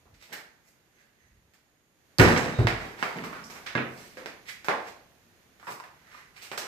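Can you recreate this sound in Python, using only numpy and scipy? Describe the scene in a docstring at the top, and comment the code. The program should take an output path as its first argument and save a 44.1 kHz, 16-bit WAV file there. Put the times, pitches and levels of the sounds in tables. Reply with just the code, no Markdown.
"""A small, hard-walled storeroom, where baskets and containers are shifted on the concrete floor.
A wooden board bangs and clatters, a hollow tub booms, a steel pail rings faintly; then come knocks on
crates and pots, gritty scrapes and wicker rustles. Blows wake each object's modes, and knocks and
scrapes ring through the room to a hand-held phone with two unlike microphone ports.
Behind them lie quiet air, soft low bumps, a thin high whine and a few faint chirps."""
import sys
import numpy as np
from scipy import signal
from scipy.fft import rfft, irfft, next_fast_len
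from scipy.io import wavfile

SR = 44100
rng = np.random.default_rng(int(sys.argv[2]) if len(sys.argv) > 2 else 0)


def transcribe(u):
    """Save the signal u as a 16-bit wav file named by the first command-line argument.

    u: samples, shape (n,) or (channels, n), limited to [-1, 1]; the rate is SR.
    q: integer samples, one column per channel.
    """
    v = np.clip(np.atleast_2d(u).T, -1, 1)
    q = np.round(v * 32767).astype(np.int16)
    wavfile.write(sys.argv[1], SR, q)


N = 294147
TAIL = 40000  # samples over which one contact rings out
T = np.arange(TAIL) / SR
NOW = np.arange(N) / SR
TOP_HZ = 14800

# the room's reverb: band_hz, t60_s, port_likeness (0 to 1)
REVERB = [(58.7, 0.41, 0.31), (243, 0.47, 0.93), (491, 0.54, 0.5), (940, 0.54, 0.3), (1970, 0.47, 0),
          (5030, 0.42, 0), (13880, 0.29, 0)]
# colour of the room tone: frequency_hz, level_db
AIR_TONE = [(30, 1), (132, 2), (404, -2), (1200, -9), (1750, -7), (2800, -11), (5400, -16.5), (6400, -12.5),
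            (7430, -23.5), (13900, -17), (15000, -40.5)]
# level of the room tone, higher while things are moved: time_s, level_db
AIR_SWELL = [(0, -65), (0.899, -66.5), (1.9, -69), (2.4, -57), (3.5, -53.5), (5.2, -62), (6.67, -61.5)]
# two pairs of chirps: peak_s
CHIRP_TIMES = [.96, 1.015, 1.225, 1.28]
# soft low bumps: peak_s, half_width_s, level_db
LOW_BUMPS = [(0.127, 0.075, -59.5), (1.36, 0.12, -62)]

# colour of sliding wicker and of hard surfaces, before size and hardness shape it: frequency_hz, level_db
WICKER_TONE = [(125, 16), (350, 8), (1100, -3.5), (2100, 5.5), (3100, -2), (4800, -3), (7000, -4.5),
               (11000, 7.5)]
HARD_TONE = [(125, 9.5), (350, 7.5), (1000, -1), (2200, 0), (3100, -6), (4800, -9), (7000, -11),
             (11000, -1)]
# slides and rustles: peak_s, strength_db, low_hz, high_hz, rise_s, fall_s, hollow_db
SCRAPE_CUES = [ (.224, -54, 696, 3640, 0.011, 0.023, -6), (0.33, -43, 466, 1330, 0.018, 0.031, 5.5),
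               (.675, -68.5, 1510, 7150, 0.019, 0.024, -17), (1.0, -64.5, 1300, 2100, 0.04, 0.05, 6),
               (1.235, -73.5, 1750, 1950, 0.04, 0.049, 12), (2.820, -36, 560, 690, 0.03, 0.075, -5.5),
               (2.991, -39.5, 412, 2000, 0.0092, 0.14, 8), (4.001, -50.5, 302, 5057, 0.12, 0.1, 1),
               (4.494, -43, 1520, 2700, 0.013, 0.009, 2), (4.882, -48, 612, 2460, 0.042, 0.0091, -4),
               (5.722, -51, 242, 6840, 0.035, 0.0026, -10), (6.161, -49, 1332, 1370, 0.071, 0.061, 6.5),
               (6.375, -51.5, 1210, 2250, 0.012, 0.011, -3), (6.425, -47.5, 905, 3860, 0.0069, 0.04, -7),
               (6.637, -47, 900, 1050, 0.017, .056, -3)]
# hard contacts; big things reach low, hard ones reach high, padded ones lose their treble steeply:
# start_s, strength_db, low_hz, high_hz, fall_db_per_octave, chatter_decay_s, chatter_db,
# direct_db, hollow_db
KNOCK_CUES = [ (0.056, -55.5, 500, 1000, 20, 0.014, 4, -6, -3),
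              (0.141, -62, 2200, 4200, 11, .005, 8, -12, 1),
              (0.326, -42.5, 1100, 2340, 4.5, 0.0019, 2, -12.5, 7.5),
              (1.537, -63.5, 1200, 5000, 6.5, .002, -14, -11, -2),
              (2.1845, -39, 4180, 5000, 1, 0.0015, 0, 0, 15),
              (2.188, -25.5, 130, 1500, 6.5, 0.0073, 3, -5.5, 0),
              (2.197, -13, 101, 2260, 10, 0.14, 7.5, -1.5, 0.5),
              (2.237, -23.5, 300, 2010, 25, 0.097, 18, 6, -6),
              (2.363, -32.5, 1210, 2410, 13.5, 0.0073, 6, -4, 3),
              (2.376, -43, 4800, 5800, 14, 0.002, -3, 3, 10), (2.587, -27, 300, 480, 8.5, 0.017, 18, -3, 2),
              (2.640, -35, 199.6, 363, 21, 0.0084, 13, 1, 11.5),
              (2.6706, -24.5, 480, 2900, 13, 0.004, -7, -4, 0),
              (3.0268, -25.5, 640, 1800, 12, 0.0012, -2, -3.5, 1),
              (3.159, -33.5, 229, 350, 6.5, 0.14, 16, 7, 0), (3.186, -46, 1800, 2700, 22, 0.002, -4, 4, 4),
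              (3.238, -41, 502, 2330, 7, 0.0056, 9, -8, 9.5),
              (3.329, -41, 1110, 1403, 11, 0.06, 4, -4, 6.5),
              (3.440, -54, 4500, 6400, 15, 0.0027, 1, -8, 11), (3.5, -45, 654, 2600, 5, 0.058, 3, -9, -5.5),
              (3.555, -48, 715, 1410, 7.5, 0.015, 2, -7, 0),
              (3.6617, -34.5, 1240, 3290, 14.5, 0.0033, 11, -19, 1),
              (3.751, -29.5, 263, 2320, 15.5, 0.017, 14, 1.5, -5.5),
              (3.776, -31, 234, 3250, 27.5, 0.019, -4, -9, -2),
              (4.171, -41, 327, 2050, 9.5, 0.044, -1, -11, -6),
              (4.2596, -39, 420, 3200, 11, 0.0017, -17, -4.5, -5),
              (4.6455, -44, 533, 4160, 6, 0.022, 0, -9, 7),
              (4.6846, -20, 644, 1320, 11.5, 0.0019, -37.5, -8, 2),
              (5.598, -55.5, 1100, 1510, 7.5, .006, 1, -8, 6),
              (5.628, -48, 1200, 1510, 18, 0.0022, -3, -9.5, 5.5),
              (5.669, -36, 606, 1840, 11, 0.014, 3, -16, 4), (5.8, -52.5, 960, 970, 6, 0.00094, -6, 4, 17),
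              (5.839, -51, 990, 1280, 8, 0.0025, -9, -4.5, 0),
              (6.148, -56, 1170, 1256, 16, 0.0032, -20, -2, 15.5),
              (6.516, -36.5, 520, 2310, 9, 0.014, 2, -4.5, 0.5),
              (6.575, -34.5, 680, 7050, 12.5, 0.0039, 16, -8, -5.5)]

# the modes each object rings with: pitch_hz, level_db, t60_s
BOARD_MODES = [(273.5, 3, 0.4), (367, 11, 0.2), (441, 8, 0.28), (503, 1, 0.74), (646, -3.5, 0.33),
               (717, -10.5, 0.31), (905, -12.5, 0.9), (1017, -9.5, 0.7), (1233, -5.5, 0.6),
               (1457, 5.5, 0.2), (1563, -1.5, 0.81), (1630, -3.5, 0.5), (2034, -3, 0.36)]
CRATE_MODES = [(131, 7.5, 0.5), (227, 4.5, 0.55), (455, -2, 0.62), (1525, -1.5, 0.47), (1665, 11, 0.15),
               (1864, 1, 0.088), (2085, 10, 0.099)]
TUB_MODES = [(48, -6, 0.48), (83.8, -5.5, 0.51), (112, 14, 0.11), (121, -6, 0.55), (331.2, -9, 0.41),
             (395, 0.5, 0.11)]
PAIL_MODES = [(3740, 8.8, 1)]
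JAR_MODES = [(517, -2, 0.46), (1620, -8, 0.19)]
POT_MODES = [(960, 1, 0.42), (980, -0.34, 0.16), (1610, -1.8, 0.19)]
# the hits that set them ringing: start_s, strength_db
BOARD_HITS = [(2.198, -24)]
CRATE_HITS = [(3.159, -55), (3.753, -36.5)]
TUB_HITS = [(2.194, -15.5), (2.588, -18.5), (2.642, -22), (2.725, -36)]
PAIL_HITS = [(2.54, -54)]
JAR_HITS = [(4.172, -40.5)]
POT_HITS = [(5.676, -39), (5.8, -57)]

# response of the phone's ports, with a dip near 190 Hz that the room adds: frequency_hz, gain_db,
# left_minus_right_db
PORT_EQ = [(25, -31.5, -3), (55.4, -13, -1.5), (125, -2.5, -0.5), (190, -6.5, 0), (280, -8.5, -1),
           (537, -9, -1), (851, -7, -1), (1860, -6, -7), (3240, -5, -4), (5300, 0, -7.5), (8130, 0, 0),
           (9550, -11, 1), (14000, -6.5, 1)]


def amp(db):
    """Decibels to gain."""
    return 10 ** (np.asarray(db) / 20)


def unit(x):
    """Scale each channel to an energy of one."""
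    return x / np.sqrt(np.sum(x ** 2, axis=-1, keepdims=True))


def along(hz, points_hz, values):
    """Read a curve on a log-frequency axis."""
    return np.interp(np.log(np.maximum(hz, 1)), np.log(points_hz), values)


def eq(x, points_hz, db, size=4096):
    """Minimum-phase equaliser drawn through the given points."""
    cepstrum = irfft(along(np.fft.rfftfreq(size, 1 / SR), points_hz, db) * np.log(10) / 20)
    cepstrum[1:size // 2] *= 2
    cepstrum[size // 2 + 1:] = 0
    response = irfft(np.exp(rfft(cepstrum)))
    return signal.fftconvolve(x, response[None], axes=1)[:, :x.shape[1]]


def low_cut(x, hz):
    """Roll off the bass at 12 dB per octave."""
    return signal.sosfilt(signal.butter(2, hz, "high", fs=SR, output="sos"), x)


def add(out, start_s, x):
    """Mix x into out from start_s on."""
    start = max(int(start_s * SR), 0)
    out[:, start:start + x.shape[1]] += x[:, :max(N - start, 0)]


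def diffuse_field(bands=15):
    """Sound arriving from all sides, in roughly half-octave bands: a list of (t60_s, stereo noise)."""
    room_hz, t60_s, likeness = np.transpose(REVERB)
    size = next_fast_len(N + TAIL)
    hz = np.fft.rfftfreq(size, 1 / SR)
    edges = np.r_[0, np.geomspace(150, SR / 2, bands)]
    alike = along(hz, room_hz, likeness)
    mid, side = rfft(rng.standard_normal((2, size)))
    stereo = mid * np.sqrt((1 + alike) / 2) + side * np.sqrt((1 - alike) / 2) * np.array([[1], [-1]])
    return [(along((lo + hi) / 2, room_hz, t60_s), irfft(stereo * (hz >= lo) * (hz < hi), size))
            for lo, hi in zip(edges, edges[1:])]


def room_air(field, whine_hz=6560, whine_width_hz=110, whine_db=-81.5, waver_db=1.5, waver_points=110):
    """A bed of quiet air, with a thin high whine wavering in it."""
    noise = sum(band for _, band in field)[:, ::-1][:, :N]  # reversed, so it is unlike the reverb
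    swell = amp(np.interp(NOW, *np.transpose(AIR_SWELL)))
    hush = unit(eq(noise, *np.transpose(AIR_TONE))) * swell
    whine = unit(signal.lfilter(*signal.iirpeak(whine_hz, whine_hz / whine_width_hz, SR), noise))
    waver = np.interp(NOW, np.linspace(0, N / SR, waver_points), rng.standard_normal(waver_points))
    return np.sqrt(N) * (hush + amp(whine_db + waver_db * waver) * whine)


def chirps(field, pitch_hz=6180, width_hz=90, half_width_s=0.022, level_db=-75):
    """Faint pulses of narrow, diffuse noise, like a distant cricket."""
    pulses = sum(np.exp(-((NOW - peak_s) / half_width_s) ** 2) for peak_s in CHIRP_TIMES)
    noise = sum(band for _, band in field)[:, :N]
    whistle = unit(signal.lfilter(*signal.iirpeak(pitch_hz, pitch_hz / width_hz, SR), noise))
    return amp(level_db) * pulses * np.sqrt(N) * whistle


def bumps(band_hz=(35, 110)):
    """Brief swells of low rumble."""
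    rumble = signal.sosfilt(signal.butter(2, band_hz, "band", fs=SR, output="sos"), rng.standard_normal(N))
    swells = sum(amp(db) * np.exp(-((NOW - peak_s) / half_s) ** 2) for peak_s, half_s, db in LOW_BUMPS)
    return np.sqrt(N) * unit(rumble) * swells


def grains(per_s, spread_db):
    """Tiny slips at random moments, a few much larger than the rest."""
    sizes = amp(spread_db * np.minimum(rng.exponential(size=TAIL), np.pi))
    return (rng.random(TAIL) < per_s / SR) * rng.choice([-1, 1], TAIL) * sizes


def contact_tone(surface, strength_db, low_hz, high_hz, hollow_db, fall_db_per_octave=9):
    """EQ curve of a contact: size limits the bass, hardness the treble, and midway it rings hollow."""
    hz = np.geomspace(30, TOP_HZ, 60)
    centre_hz = np.sqrt(low_hz * high_hz)
    high_slope = fall_db_per_octave / (10 * np.log10(2))
    loss_db = lambda f: 10 * np.log10((1 + (low_hz / f) ** 4) * (1 + (f / high_hz) ** high_slope))
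    hollow = hollow_db * np.exp(-(np.log2(hz / centre_hz) / 0.28) ** 2)  # 0.28 octave to each side
    surface_db = along(hz, *np.transpose(surface))
    return hz, strength_db + surface_db - loss_db(hz) + loss_db(centre_hz) + hollow


def radiate(force, field, start_s, direct_db, tone, build_s=0.0012, soft_hz=6000, port_lag_s=0.00025):
    """A contact reaches the phone straight, off the floor and from the walls, coloured by its tone."""
    start = max(int(start_s * SR), 0)
    # every slip feeds the room, whose energy builds quickly and drains at its own rate in each band
    fill = np.exp(-1 / (build_s * SR))
    feed = signal.lfilter([1 - fill], [1, -fill], force ** 2 + 1e-18)
    heard = np.zeros((2, TAIL))
    for t60_s, band in field:
        retained = np.exp(-2 * np.log(1000) / (t60_s * SR))
        energy = signal.lfilter([1], [1, -retained], feed)
        heard += band[:, start:start + TAIL] * np.sqrt(energy)
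    # each spot that is touched has its own crowd of small, quickly damped resonances
    crowd_hz = np.geomspace(400, TOP_HZ, 170)
    crowd_db = 2.5 * np.r_[0, rng.standard_normal(len(crowd_hz) - 1)]
    heard = unit(eq(heard, crowd_hz, crowd_db))
    # yielding surfaces round off the straight pulse; the floor repeats it 4 to 7 ms later
    straight = amp(direct_db) * unit(signal.lfilter(*signal.butter(1, soft_hz, fs=SR), force))
    floor_bounce = amp(-7) * np.roll(straight, int(rng.uniform(.004, .007) * SR))
    early = straight + floor_bounce
    # the left port gets it first but faces away from it
    heard[0] -= amp(-5) * early
    heard[1] -= np.roll(early, int(port_lag_s * SR))
    return eq(np.sqrt(SR) * unit(heard), *tone)


def scrapes(field, direct_db=-5):
    """Wicker and grit catch and slip in a swarm that swells and dies away."""
    out = np.zeros((2, N))
    for peak_s, strength_db, low_hz, high_hz, rise_s, fall_s, hollow_db in SCRAPE_CUES:
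        lead_s = min(np.pi * rise_s, peak_s)
        start_s = peak_s - lead_s
        pressure = np.exp(np.minimum((T - lead_s) / rise_s, (lead_s - T) / fall_s))
        force = grains(per_s=1500, spread_db=4.5) * pressure
        tone = contact_tone(WICKER_TONE, strength_db, low_hz, high_hz, hollow_db)
        add(out, start_s, radiate(force, field, start_s, direct_db, tone))
    return out


def ringing(modes, hits, attack_s=0.00022, detune=0.0049, wide_hz=900):
    """Each hit wakes the object's modes; the higher ones reach the two ports out of step."""
    out = np.zeros((2, N))
    for start_s, strength_db in hits:
        ring = np.zeros((2, TAIL))
        for pitch_hz, level_db, t60_s in modes:
            mistune, skew = rng.standard_normal(2)
            phase = skew * min(pitch_hz / wide_hz, 1) * np.array([[1], [-1]])
            decay = amp(level_db) * np.exp(-np.log(1000) * T / t60_s)
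            ring += decay * np.sin(2 * np.pi * pitch_hz * (1 + detune * mistune) * T + phase)
        add(out, start_s, amp(strength_db) * ring * (1 - np.exp(-T / attack_s)))
    return out


def vessels():
    """The tub's boom and the pail's ring bloom over milliseconds; jar and pot speak at once."""
    tub = ringing(TUB_MODES, TUB_HITS, attack_s=0.0082)
    pail = ringing(PAIL_MODES, PAIL_HITS, attack_s=0.0062)
    return tub + pail + ringing(JAR_MODES, JAR_HITS) + ringing(POT_MODES, POT_HITS)


def wood():
    """The struck board and crate ring; boards and slats radiate little deep bass."""
    return low_cut(ringing(BOARD_MODES, BOARD_HITS) + ringing(CRATE_MODES, CRATE_HITS), hz=96)


def knocks(field):
    """Each knock is one sharp blow, then loose parts chatter to rest."""
    out = np.zeros((2, N))
    for cue in KNOCK_CUES:
        start_s, strength_db, low_hz, high_hz, treble_fall, decay_s, chatter_db, direct_db, hollow_db = cue
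        chatter = grains(per_s=2500, spread_db=7.0) * np.exp(-T / max(decay_s, 0.001))
        force = amp(chatter_db) * unit(chatter)
        force[0] += 1  # the blow itself
        tone = contact_tone(HARD_TONE, strength_db, low_hz, high_hz, hollow_db, treble_fall)
        add(out, start_s, radiate(force, field, start_s, direct_db, tone))
    return out


def scene():
    """The mix: knocks and scrapes through the ports' EQ, ringing objects, and the quiet bed behind."""
    field = diffuse_field()
    port_hz, gain_db, _ = np.transpose(PORT_EQ)
    contacts = eq(knocks(field) + scrapes(field), port_hz, gain_db)
    return contacts + wood() + vessels() + bumps() + chirps(field) + room_air(field)


def record(dry):
    """The phone leans right in the mids, drops deep rumble, rounds the highest peaks and cuts the top."""
    port_hz, _, balance_db = np.transpose(PORT_EQ)
    left = eq(dry[:1], port_hz, balance_db / 2)
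    right = eq(dry[1:], port_hz, -balance_db / 2)
    ports = low_cut(np.vstack([left, right]), hz=37)
    rounded = ports / (1 + ports ** 4) ** (1 / 4)
    return signal.sosfilt(signal.ellip(8, .2, 70, TOP_HZ, fs=SR, output="sos"), rounded)


dry = scene()
out = record(dry)
transcribe(out)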